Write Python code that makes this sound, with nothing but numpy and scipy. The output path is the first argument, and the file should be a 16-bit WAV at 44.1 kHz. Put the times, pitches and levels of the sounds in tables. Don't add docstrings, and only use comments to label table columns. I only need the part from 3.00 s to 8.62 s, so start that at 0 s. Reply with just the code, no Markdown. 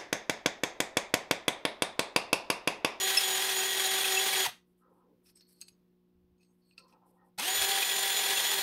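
import sys
import numpy as np
from scipy import signal
from scipy.fft import rfft, irfft, next_fast_len
from scipy.io import wavfile
from scipy.ndimage import uniform_filter1d, minimum_filter1d

SR = 44100
rng = np.random.default_rng(int(sys.argv[2]) if len(sys.argv) > 2 else 0)


def master_out(mix):
    frames = np.transpose(np.atleast_2d(mix))
    ceiling = np.clip(frames, -1, 1)
    pcm = np.round(ceiling * 32767).astype(np.int16)
    wavfile.write(sys.argv[1], SR, pcm)


def gain_from_decibels(decibels):
    exponent = np.asarray(decibels, float) / 20
    return 10 ** exponent


N = 247842
T = np.arange(N) / SR
M = next_fast_len(N)
F = np.fft.rfftfreq(M, 1 / SR)

FULL_SPEED_HZ = 385
BARS = 18
STONES = 3
SECOND_BORE_S = 3
# start_s, grind_db
LOAD = [
    [(0.0, -36.5), (.05, -34.5), (.3, -35.5), (.65, -36), (.86, -34.5), (1.3, -34.5), (1.44, -34),
     (1.466, -31.5), (1.478, -45), (1.496, -47), (1.503, -60)],
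    [(4.376, -55), (4.392, -41), (4.448, -37), (4.482, -35.5), (4.62, -34), (4.84, -35.5), (5.2, -34.5),
     (5.41, -34.5), (5.62, -35)],
]


def unit(x):
    return x / np.sqrt(np.mean(x ** 2))


def curve(tables, column, off=-140):
    out = np.full(N, 1. * off)
    for rows in map(np.array, tables):
        inside = (T >= rows[0, 0]) & (T <= rows[-1, 0])
        out[inside] = np.interp(T[inside], rows[:, 0], rows[:, column])
    return out


def slope(points):
    hz, db = np.transpose(points)
    return gain_from_decibels(np.interp(np.log(F + 1), np.log(hz), db))


def rings(peaks):
    return np.sqrt(sum(gain_from_decibels(db) ** 2 / (1 + (2 * (F - hz) / width) ** 2) ** 2 for hz, width, db in peaks))


def shape(x, gain):
    return unit(irfft(rfft(x, M) * gain, M)[:N])


def walk(rate):
    hold = int(SR / rate)
    steps = np.repeat(rng.standard_normal(N // hold + 1), hold)
    smooth = uniform_filter1d(uniform_filter1d(steps, hold), hold)
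    return unit(smooth[:N])


def grit(scatter_db):
    return rng.standard_normal(N) * gain_from_decibels(scatter_db * rng.exponential(size=N))


def stroke():
    # start_s, commutator_whine_hz
    stroke_ends = [(-.13, 6930), (.01, 6852), (.14, 6948), (.3, 6842), (.47, 6912), (.585, 6822),
                   (.72, 6908), (.84, 6852), (1.02, 6925), (1.15, 6856), (1.29, 6928), (1.385, 6835),
                   (1.47, 6910), (4.58, 7012), (4.79, 7068), (4.865, 6998), (5.085, 7055), (5.17, 6975),
                   (5.325, 7060), (5.46, 6958), (5.565, 7035), (5.66, 6995)]
    s, whine_hz = np.transpose(stroke_ends)
    count = np.arange(len(s))
    place = np.interp(T, s, count)
    eased = np.floor(place) + (1 - np.cos(np.pi * (place % 1))) / 2
    return np.pi * place, np.interp(eased, count, whine_hz) / BARS


def turns():
    # start_s, rotor_hz
    ramps = [(1.447, 351.4), (1.455, 233.9), (1.472, 144.9), (4.375, 128.4), (4.39, 169.8), (4.41, 231.8),
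             (4.44, 309.7), (4.462, 355.1)]
    # start_s, end_s
    runs = [
        (0.0, 1.44),
        (4.48, 5.62),
    ]
    edges = [(0, 382), (1.44, 381.2), (4.48, 375), (5.62, 390)]  # s, Hz
    hz = np.interp(T, *np.transpose(sorted(edges + ramps)))
    for start, end in runs:
        creep = 17 * np.exp(-np.abs(T - start) / .045) * (start > 0)
        steady = stroke()[1] - creep + 0.44 * walk(35)
        inside = np.minimum(T - start + (start == 0), end - T + (start > 0))
        share = np.clip(inside / .02, 0, 1)
        hz = hz + share * (steady - hz)
    return hz * (curve(LOAD, column=1) > -120)


def whine_db():
    # level_db, swing_db, lag_rad behind the fastest moment
    swells = [
        (-39, 4.5, 3.7),
        (-40.5, 2, 3.4),
    ]
    phase = stroke()[0]
    first, second = (db + swing_db * np.cos(phase - lag) for db, swing_db, lag in swells)
    return np.where(T < SECOND_BORE_S, first, second)


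def rotor(hz):
    # start_s, unbalance_db (once a turn), second_db
    low_tone_levels = [
        [(0, -46.5, -51), (.06, -42.5, -43), (.2, -51.5, -47.5), (.3, -44, -45), (.41, -44.5, -43.5),
         (.48, -48, -53.5), (.61, -44, -42), (.72, -50, -52.5), (.84, -45.5, -44), (.94, -44, -43.5),
         (1.03, -47.5, -51), (1.14, -40.5, -40), (1.22, -43.5, -42.5), (1.32, -50.5, -47.5), (1.4, -41, -42.5),
         (1.48, -45.5, -47)],
        [(4.37, -52.5, -49), (4.5, -52, -40.5), (4.6, -60.5, -54), (4.66, -45, -47), (4.72, -48, -41.5),
         (4.8, -46.5, -43.5), (4.85, -61, -55), (4.95, -47.5, -49.5), (5.06, -50.5, -46.5),
         (5.12, -50.5, -49.5), (5.2, -56, -49), (5.32, -45, -44.5), (5.43, -60, -53), (5.56, -44.5, -50),
         (5.62, -52, -52)],
    ]
    orders = (3, 4, 5, 10, 15, 17, 36, 40)
    # first_bore_db, second_bore_db, waver_db
    order_levels = [(-57.5, -64, 1.5), (-54.5, -56.5, 3.5), (-44.5, -47, 2.3), (-50.5, -53, 3),
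                    (-54.5, -57.5, 2.5), (-58, -61, 3.5), (-49, -46, 3), (-54.5, -54, 3.5)]
    # pitch_hz, width_hz, level_db over the grind, start_db added in the second burst
    housing = (899.5, 482, 4.5, -6.5)

    turn = 2 * np.pi * np.cumsum(hz * (1 + 0.0007 * walk(60))) / SR
    share = hz / FULL_SPEED_HZ
    speed = share ** 5.9
    brake_db = 0.0027 * SR * np.minimum(np.gradient(hz), 0)
    unbalance_db = curve(low_tone_levels, column=1) + 0.6 + brake_db + 1.0 * walk(40)
    out = gain_from_decibels(unbalance_db) * share ** .8 * np.sin(turn)
    out += speed * gain_from_decibels(curve(low_tone_levels, column=2) + 1.0 + 1.3 * walk(45)) * np.sin(2 * turn)
    out += speed ** 1.4 * gain_from_decibels(whine_db() + 3.5 - 6.9 * np.abs(walk(60))) * np.sin(BARS * turn)
    for k, (first_db, second_db, waver_db) in zip(orders, order_levels):
        db = np.where(T < SECOND_BORE_S, first_db, second_db)
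        out += speed * gain_from_decibels(db + waver_db * walk(45)) * np.sin(k * turn)

    centre, width, db, start_db = housing
    ring_db = curve(LOAD, column=1) + db + start_db * (T > SECOND_BORE_S) + 3.0 * walk(260)
    resonance = 1 / (1 + (2 * (5 * hz - centre) / width) ** 2) ** 2
    ring = gain_from_decibels(ring_db) * resonance * np.sin(5 * turn)
    return np.sqrt(2) * out, np.sqrt(2) * ring


def grind(hz):
    # pitch_hz, level_db per Hz
    grind_colour = [(24, -53), (60, -31.5), (280, -19.5), (388, -7), (593, -11), (761, -5.5), (841, -5.5),
                    (1290, -9.5), (1870, -4), (3320, -5.5), (3860, -3.5), (6700, -11.5), (7250, -14),
                    (9020, -7), (15600, -18)]
    # pitch_hz, width_hz, level_db
    body = [(171, 64, 4.5), (756, 140, -9), (2715, 680, -6), (3326, 570, 3.5), (6334, 440, 0.5),
            (11470, 420, 1.5), (13000, 1400, 3.5)]
    # rotor_multiple, blur_hz, level_db against the grind
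    mesh = [(4.308, 40, -18), (8.694, 130, -7.5), (10.69, 42, -15), (16.14, 60, -22), (23.1, 38, -16.5),
            (23.17, 310, -14.5), (2.437, 40, -29)]

    turn = 2 * np.pi * np.cumsum(hz) / SR
    spindle = turn / 26.8
    throb_db = 1.2 * np.sin(spindle) + .9 * np.sin(2 * spindle + 1)
    throb_db += 1.4 * np.sin(STONES * spindle + .6 * walk(4))
    colour = slope(grind_colour)
    out = shape(grit(1.8) * gain_from_decibels(0.92 * throb_db + 0.89 * walk(70)), colour)
    for peak in body:
        band = colour * rings([peak])
        size = np.sqrt(np.sum(band ** 2) / np.sum(colour ** 2))
        out = out + size * shape(grit(1.6) * gain_from_decibels(throb_db + 1.8 * walk(60)), band)
    out = unit(out)
    for k, blur_hz, db in mesh:
        blur = 1 / (1 + (F / blur_hz) ** 2)
        a, b = (shape(noise, blur) for noise in rng.standard_normal((2, N)))
        tone = a * np.sin(k * turn) + b * np.cos(k * turn)
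        out = out + gain_from_decibels(db + .7 * throb_db) * hz / FULL_SPEED_HZ * tone
    return out * gain_from_decibels(curve(LOAD, column=1) + 3.5)


def squeaks():
    # start_s, length_s
    squeak_times = [(.171, .011), (.180, .008), (.205, .010), (.96, .02), (1.042, .009), (1.169, .017),
                    (1.325, .02), (3.71, .03), (4.383, .03), (4.823, .014), (.615, .02), (4.89, .02),
                    (5.29, .018), (5.36, .02)]
    # pitch_hz, level_db, second_partial_db, fourth_partial_db
    squeak_tones = [(2630, -21, -16, -26.5), (2626, -30, -17.5, -25.5), (2586, -40.5, -35.5, -38),
                    (2570, -36.5, -47, -47.5), (2546, -25, -47, -50), (2647, -21, -46.5, -47),
                    (2260, -30, -55.5, -63.5), (2490, -74, -88, -100), (2550, -38, -51, -56),
                    (2490, -24, -42, -52), (2696, -38, -53, -53.5), (2480, -35, -52, -55),
                    (2470, -37, -47, -55), (2720, -32, -48, -55)]
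    out = np.zeros(N)
    for (s, length), (hz, *levels) in zip(squeak_times, squeak_tones):
        t = np.arange(int(length * SR)) / SR
        swell = np.sin(np.pi * t / length) ** 0.89
        tone = sum(gain_from_decibels(db) * np.sin(2 * np.pi * k * hz * t) for k, db in zip((1, 2, 4), levels))
        tone += gain_from_decibels(levels[2] - 11.0) * np.sin(2 * np.pi * 3 * hz * t)
        out[int(s * SR):][:len(t)] += swell * tone
    return out


def clicks():
    # start_s, peak_db, low_ring_db, high_ring_db, decay_factor
    knocks = [(2.37, -55.5, -31, 5, .8), (2.4088, -46.5, -30, -16, 0.56), (2.608, -47, -20, -6, .4),
              (2.614, -29.5, -23, -2.5, 0.56), (2.6198, -36, -15, -9, 0.4), (2.629, -47, -23, -19.5, 0.71),
              (2.683, -42, -22, -17, 0.58), (2.686, -43, -15, -10.5, 0.45), (2.6927, -53, -11, -20, 0.5),
              (3.3812, -72.5, -14, -9, 1), (3.4315, -59, -12, -9, 0.91), (3.693, -71, -16, -10, 1),
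              (3.7108, -55.5, 4, -34, .6), (3.7791, -35.5, -14.5, -24, 0.8), (3.786, -49, -16, -18, .7),
              (3.808, -60, -9, -21, 0.86), (3.882, -63, -10, -6, 0.96), (3.9259, -61, -10, -14, 1),
              (4.386, -26.5, -18, -9.5, 0.59), (4.398, -22, -30, 2, 0.37)]
    # pitch_hz, level_db, t60_s (time to fade by 60 dB)
    arm_modes = [(1340, -24, 0.17), (1650, -25, 0.063), (2300, -27, .06), (2630, -0.5, 0.066),
                 (2870, -8, .04), (3870, -3.5, 0.041), (4290, 6.5, 0.053), (4850, -1.5, 0.092),
                 (5400, -12, 0.065), (6470, -7, 0.14), (8150, 3.5, 0.061), (10250, -22, 0.044),
                 (10930, -10, .06), (12920, -21.5, .03)]

    out = np.zeros(N)
    t = np.arange(SR // 5) / SR
    crack = signal.butter(2, (1800, 9000), "band", fs=SR, output="sos")
    no_rumble = signal.butter(2, 1100, "high", fs=SR, output="sos")
    chance = rng.standard_normal((len(knocks), len(arm_modes), STONES, 3))
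    for (s, db, low_db, high_db, decay), luck in zip(knocks, chance):
        burst = rng.standard_normal(len(t)) * np.exp(-t / 0.0024)
        hit = gain_from_decibels(-2.5) * signal.sosfilt(crack, burst)
        for (hz, mode_db, t60), arms in zip(arm_modes, luck):
            if hz < 3200:
                mode_db += low_db + 14.5
            elif hz > 6000:
                mode_db += high_db + 10.5
            fade = 1000 ** (-t / (0.5 * t60 * decay))
            for a, b, c in arms:
                tone = np.sin(2 * np.pi * hz * (1 + 0.015 * b) * t + 3 * c)
                hit += gain_from_decibels(mode_db - 1.5 + 4.3 * a) * tone * fade
        hit = signal.sosfilt(no_rumble, hit)
        hit[350:] += 0.11 * hit[:-350]
        out[int(s * SR):][:len(t)] += gain_from_decibels(db - 2.0) * hit / np.abs(hit).max()
    return out


def rubbing(rows, colours, spill_db, rise_db_s, fall_db_s, scatter_db, rate):
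    s, length, db, centre_hz = np.transpose(rows)[:, :, None]
    t = T[::20]
    swells = gain_from_decibels(db - rise_db_s * np.maximum(s - t, 0) - fall_db_s * np.maximum(t - s - length, 0))
    out = 0
    for hz, gain in colours:
        spill = gain_from_decibels(-spill_db * abs(np.log2(centre_hz / hz)))
        level = np.sqrt(np.sum((swells * spill) ** 2, axis=0))
        noise = grit(scatter_db) * gain_from_decibels(scatter_db * walk(rate))
        out = out + np.interp(T, t, level) * shape(noise, gain)
    return out


def glove():
    # start_s, length_s, level_db, colour_centre_hz
    glove_rubs = [(1.67, 0.055, -95, 12000), (1.78, .04, -91, 12000), (1.9, 0.11, -94, 12000),
                  (2.245, .02, -77, 11000), (2.262, 0.043, -65, 8350), (2.362, 0.018, -67, 8060),
                  (2.41, 0.007, -66, 6100), (2.42, .05, -89, 6000), (2.49, 0.042, -69, 9300),
                  (2.55, 0.045, -77, 8500), (2.609, .002, -65.5, 11000), (2.615, 0.0071, -55, 8300),
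                  (2.684, 0.006, -68, 9400), (3.41, .04, -80, 7500), (3.5, .2, -94.5, 11000),
                  (3.783, 0.017, -66, 6500), (3.82, .03, -84, 7000), (3.882, 0.053, -74, 7350),
                  (4.065, 0.049, -80, 11000), (4.13, .05, -93, 12000), (4.25, 0.037, -85, 10500)]
    # pitch_hz, level_db per Hz
    cloth = [(5000, -35), (8000, -1), (10000, 2), (13000, 2), (14500, -11), (15600, -15.5)]
    rubber = [(900, -16), (1500, -11), (2500, -9), (3500, -11), (4600, -4), (5300, 0.5), (6000, -8),
              (7500, -27.5)]
    colours = [(12000, slope(cloth)), (5330, slope(rubber))]
    return rubbing(glove_rubs, colours, spill_db=17.5, rise_db_s=1500, fall_db_s=1100,
                   scatter_db=2.2, rate=130)


def springs():
    # start_s, length_s, level_db, colour_centre_hz
    spring_rubs = [(2.255, 0.043, -76, 2560), (2.36, 0.038, -65.5, 5250), (2.265, 0.037, -76, 5250),
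                   (3.79, 0.038, -77, 5250), (2.26, 0.039, -74, 8210), (2.355, 0.018, -61, 8210),
                   (2.417, 0.01, -66, 4380), (2.45, 0.15, -74.5, 4400), (2.475, .115, -76, 8210),
                   (2.3, .05, -78, 4800), (2.615, 0.0079, -50, 4400), (2.615, 0.007, -69, 8210),
                   (2.64, 0.036, -68, 4380), (2.63, 0.1, -77, 6500), (2.648, .035, -75, 8210),
                   (2.685, 0.008, -75, 2560), (2.675, .015, -65, 10900), (2.7, .02, -79, 10900),
                   (3.71, 0.026, -76, 4380), (3.69, .04, -80, 8210), (2.71, 0.029, -89, 5300),
                   (3.385, 0.13, -86, 6500), (3.41, 0.061, -81, 4380), (3.41, 0.11, -85, 8210),
                   (3.62, 0.09, -80, 4380), (3.66, 0.068, -83, 8210), (3.65, .1, -87.5, 13300),
                   (2.39, .2, -82, 13300), (3.714, 0.027, -86, 2560), (4.5, 0.03, -73, 1340),
                   (3.781, 0.038, -64, 1340), (2.27, .04, -87, 1340), (4.4, .015, -80, 1340),
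                   (3.781, .01, -57, 4334), (3.781, 0.012, -57, 2560), (3.781, 0.013, -63, 8210),
                   (3.79, 0.05, -67, 4400), (3.845, .02, -74, 4000), (3.925, .02, -76, 2560),
                   (3.4, 0.03, -77, 2560), (3.92, 0.012, -78, 8000)]
    # pitch_hz, width_hz, level_db
    spring_peaks = [(1340, 29, 0), (2560, 180, 0), (4380, 380, 0), (5300, 410, 0), (6500, 210, 0),
                    (8280, 280, 0), (11000, 400, 0), (13300, 500, 0)]
    colours = [(peak[0], rings([peak])) for peak in spring_peaks]
    return rubbing(spring_rubs, colours, spill_db=65, rise_db_s=4001, fall_db_s=800,
                   scatter_db=1.0, rate=90)


def bench():
    # start_s, length_s, level_db, colour_centre_hz
    bench_scrapes = [(1.825, .07, -72, 1280), (1.86, .055, -66, 480), (1.83, .03, -78, 900),
                     (1.885, .04, -71, 950), (1.945, .05, -72, 800), (1.975, .055, -71, 1060),
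                     (1.955, .035, -68, 480), (2.05, .08, -64.5, 480), (2.05, .07, -77, 850),
                     (2.18, .04, -75, 480), (3.49, .03, -84, 900), (3.79, .09, -69, 480),
                     (3.8, .04, -74, 1000), (3.85, .018, -65, 1000), (3.9, .06, -70, 480),
                     (3.9, .06, -72, 1200), (3.93, .02, -67, 820), (3.97, .02, -74, 900),
                     (4.02, .05, -68, 830), (4.03, .03, -74, 1100), (4.085, .03, -66, 480),
                     (4.09, .04, -75, 800), (4.16, .12, -70, 830), (4.19, .045, -72, 1200),
                     (4.19, .1, -73, 480), (4.195, .045, -78, 1900)]
    # pitch_hz, width_hz, level_db
    bench_peaks = [
        [(506, 75, 2), (415, 94, -7.5), (293, 92, -2)],
        [(832, 240, 2), (900, 100, -4)],
        [(1035, 110, 0)],
        [(1285, 170, 2), (1590, 120, -12)],
        [(1850, 110, 4), (1960, 110, -14)],
    ]
    colours = [(peaks[0][0], rings(peaks)) for peaks in bench_peaks]
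    return rubbing(bench_scrapes, colours, spill_db=32, rise_db_s=700, fall_db_s=380,
                   scatter_db=1.7, rate=60)


def bumps():
    # start_s, length_s, level_db, pitch_hz
    thuds = [
        (1.465, 0.024, -64, 170),
        (3.15, 0.17, -75.5, 70),
        (4.59, .03, -61, 70),
        (5.3, 0.092, -74, 70),
    ]
    colours = [(70, rings([(70, 50, 0)])), (170, rings([(170, 150, 0)]))]
    return rubbing(thuds, colours, spill_db=13.5, rise_db_s=401.0, fall_db_s=246.5,
                   scatter_db=0.7, rate=17)


def handling():
    return bumps() + gain_from_decibels(4.5) * glove() + gain_from_decibels(-3.5) * springs() + gain_from_decibels(-2.5) * bench()


def shop():
    # pitch_hz, level_db
    hum_tones = [(60, -96), (120, -91.5), (180, -72), (240, -80), (300, -85), (360, -77.5), (480, -89),
                 (600, -99), (720, -99), (840, -99.5), (960, -102), (1080, -98.5)]
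    # pitch_hz, level_db per Hz
    quiet = [(12, -29.5), (25, -3), (70, 1), (130, -1), (250, 2.5), (400, -2), (650, -13.5), (1200, -17),
             (2000, -20.5), (3200, -21), (5500, -27), (7200, -33.5), (11000, -28), (13500, -24),
             (15600, -26)]
    hum = 0
    for hz, db in hum_tones:
        tone = np.sin(2 * np.pi * hz * T + 6 * rng.random())
        hum = hum + gain_from_decibels(db + 0.76 * walk(4.2)) * np.sqrt(2) * tone
    return hum + gain_from_decibels(-77.5 + 1.0 * walk(5.5)) * shape(rng.standard_normal(N), slope(quiet))


def room(x):
    t60_s, treble_t60_s, end_s = 0.49, .16, .108
    t = np.arange(SR // 2) / SR
    noise = rng.standard_normal(len(t))
    low = signal.sosfilt(signal.butter(1, 6000, fs=SR, output="sos"), noise)
    tail = low * 1000 ** (-t / t60_s) + (noise - low) * 1000 ** (-t / treble_t60_s)
    tail *= gain_from_decibels(3.0 * (t < 0.025))
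    tail *= (t > .004) * np.exp(-(t / end_s) ** 2)
    return x + gain_from_decibels(-10.5) * signal.fftconvolve(x, tail / np.sqrt(np.sum(tail ** 2)))[:N]


def scene():
    hz = turns()
    running = uniform_filter1d(minimum_filter1d(1. * (hz > 0), size=201), size=201)
    tones, ring = rotor(hz)
    whine = tones + ring
    squeak = squeaks()
    hands = clicks() + handling()
    into_room = running * (0.3 * whine + grind(hz)) + .4 * squeak + .55 * hands
    direct = 0.7 * running * whine + 0.59 * squeak + 0.52 * hands
    return (room(into_room) + direct + shop())[None]


def top_cut(x):
    return signal.sosfilt(signal.butter(12, 15770, fs=SR, output="sos"), x)


def record(dry):
    cut = signal.sosfilt(signal.ellip(12, .3, 80, 15740, fs=SR, output="sos"), dry)
    return top_cut(cut)


dry = scene()
out = record(dry)
master_out(out)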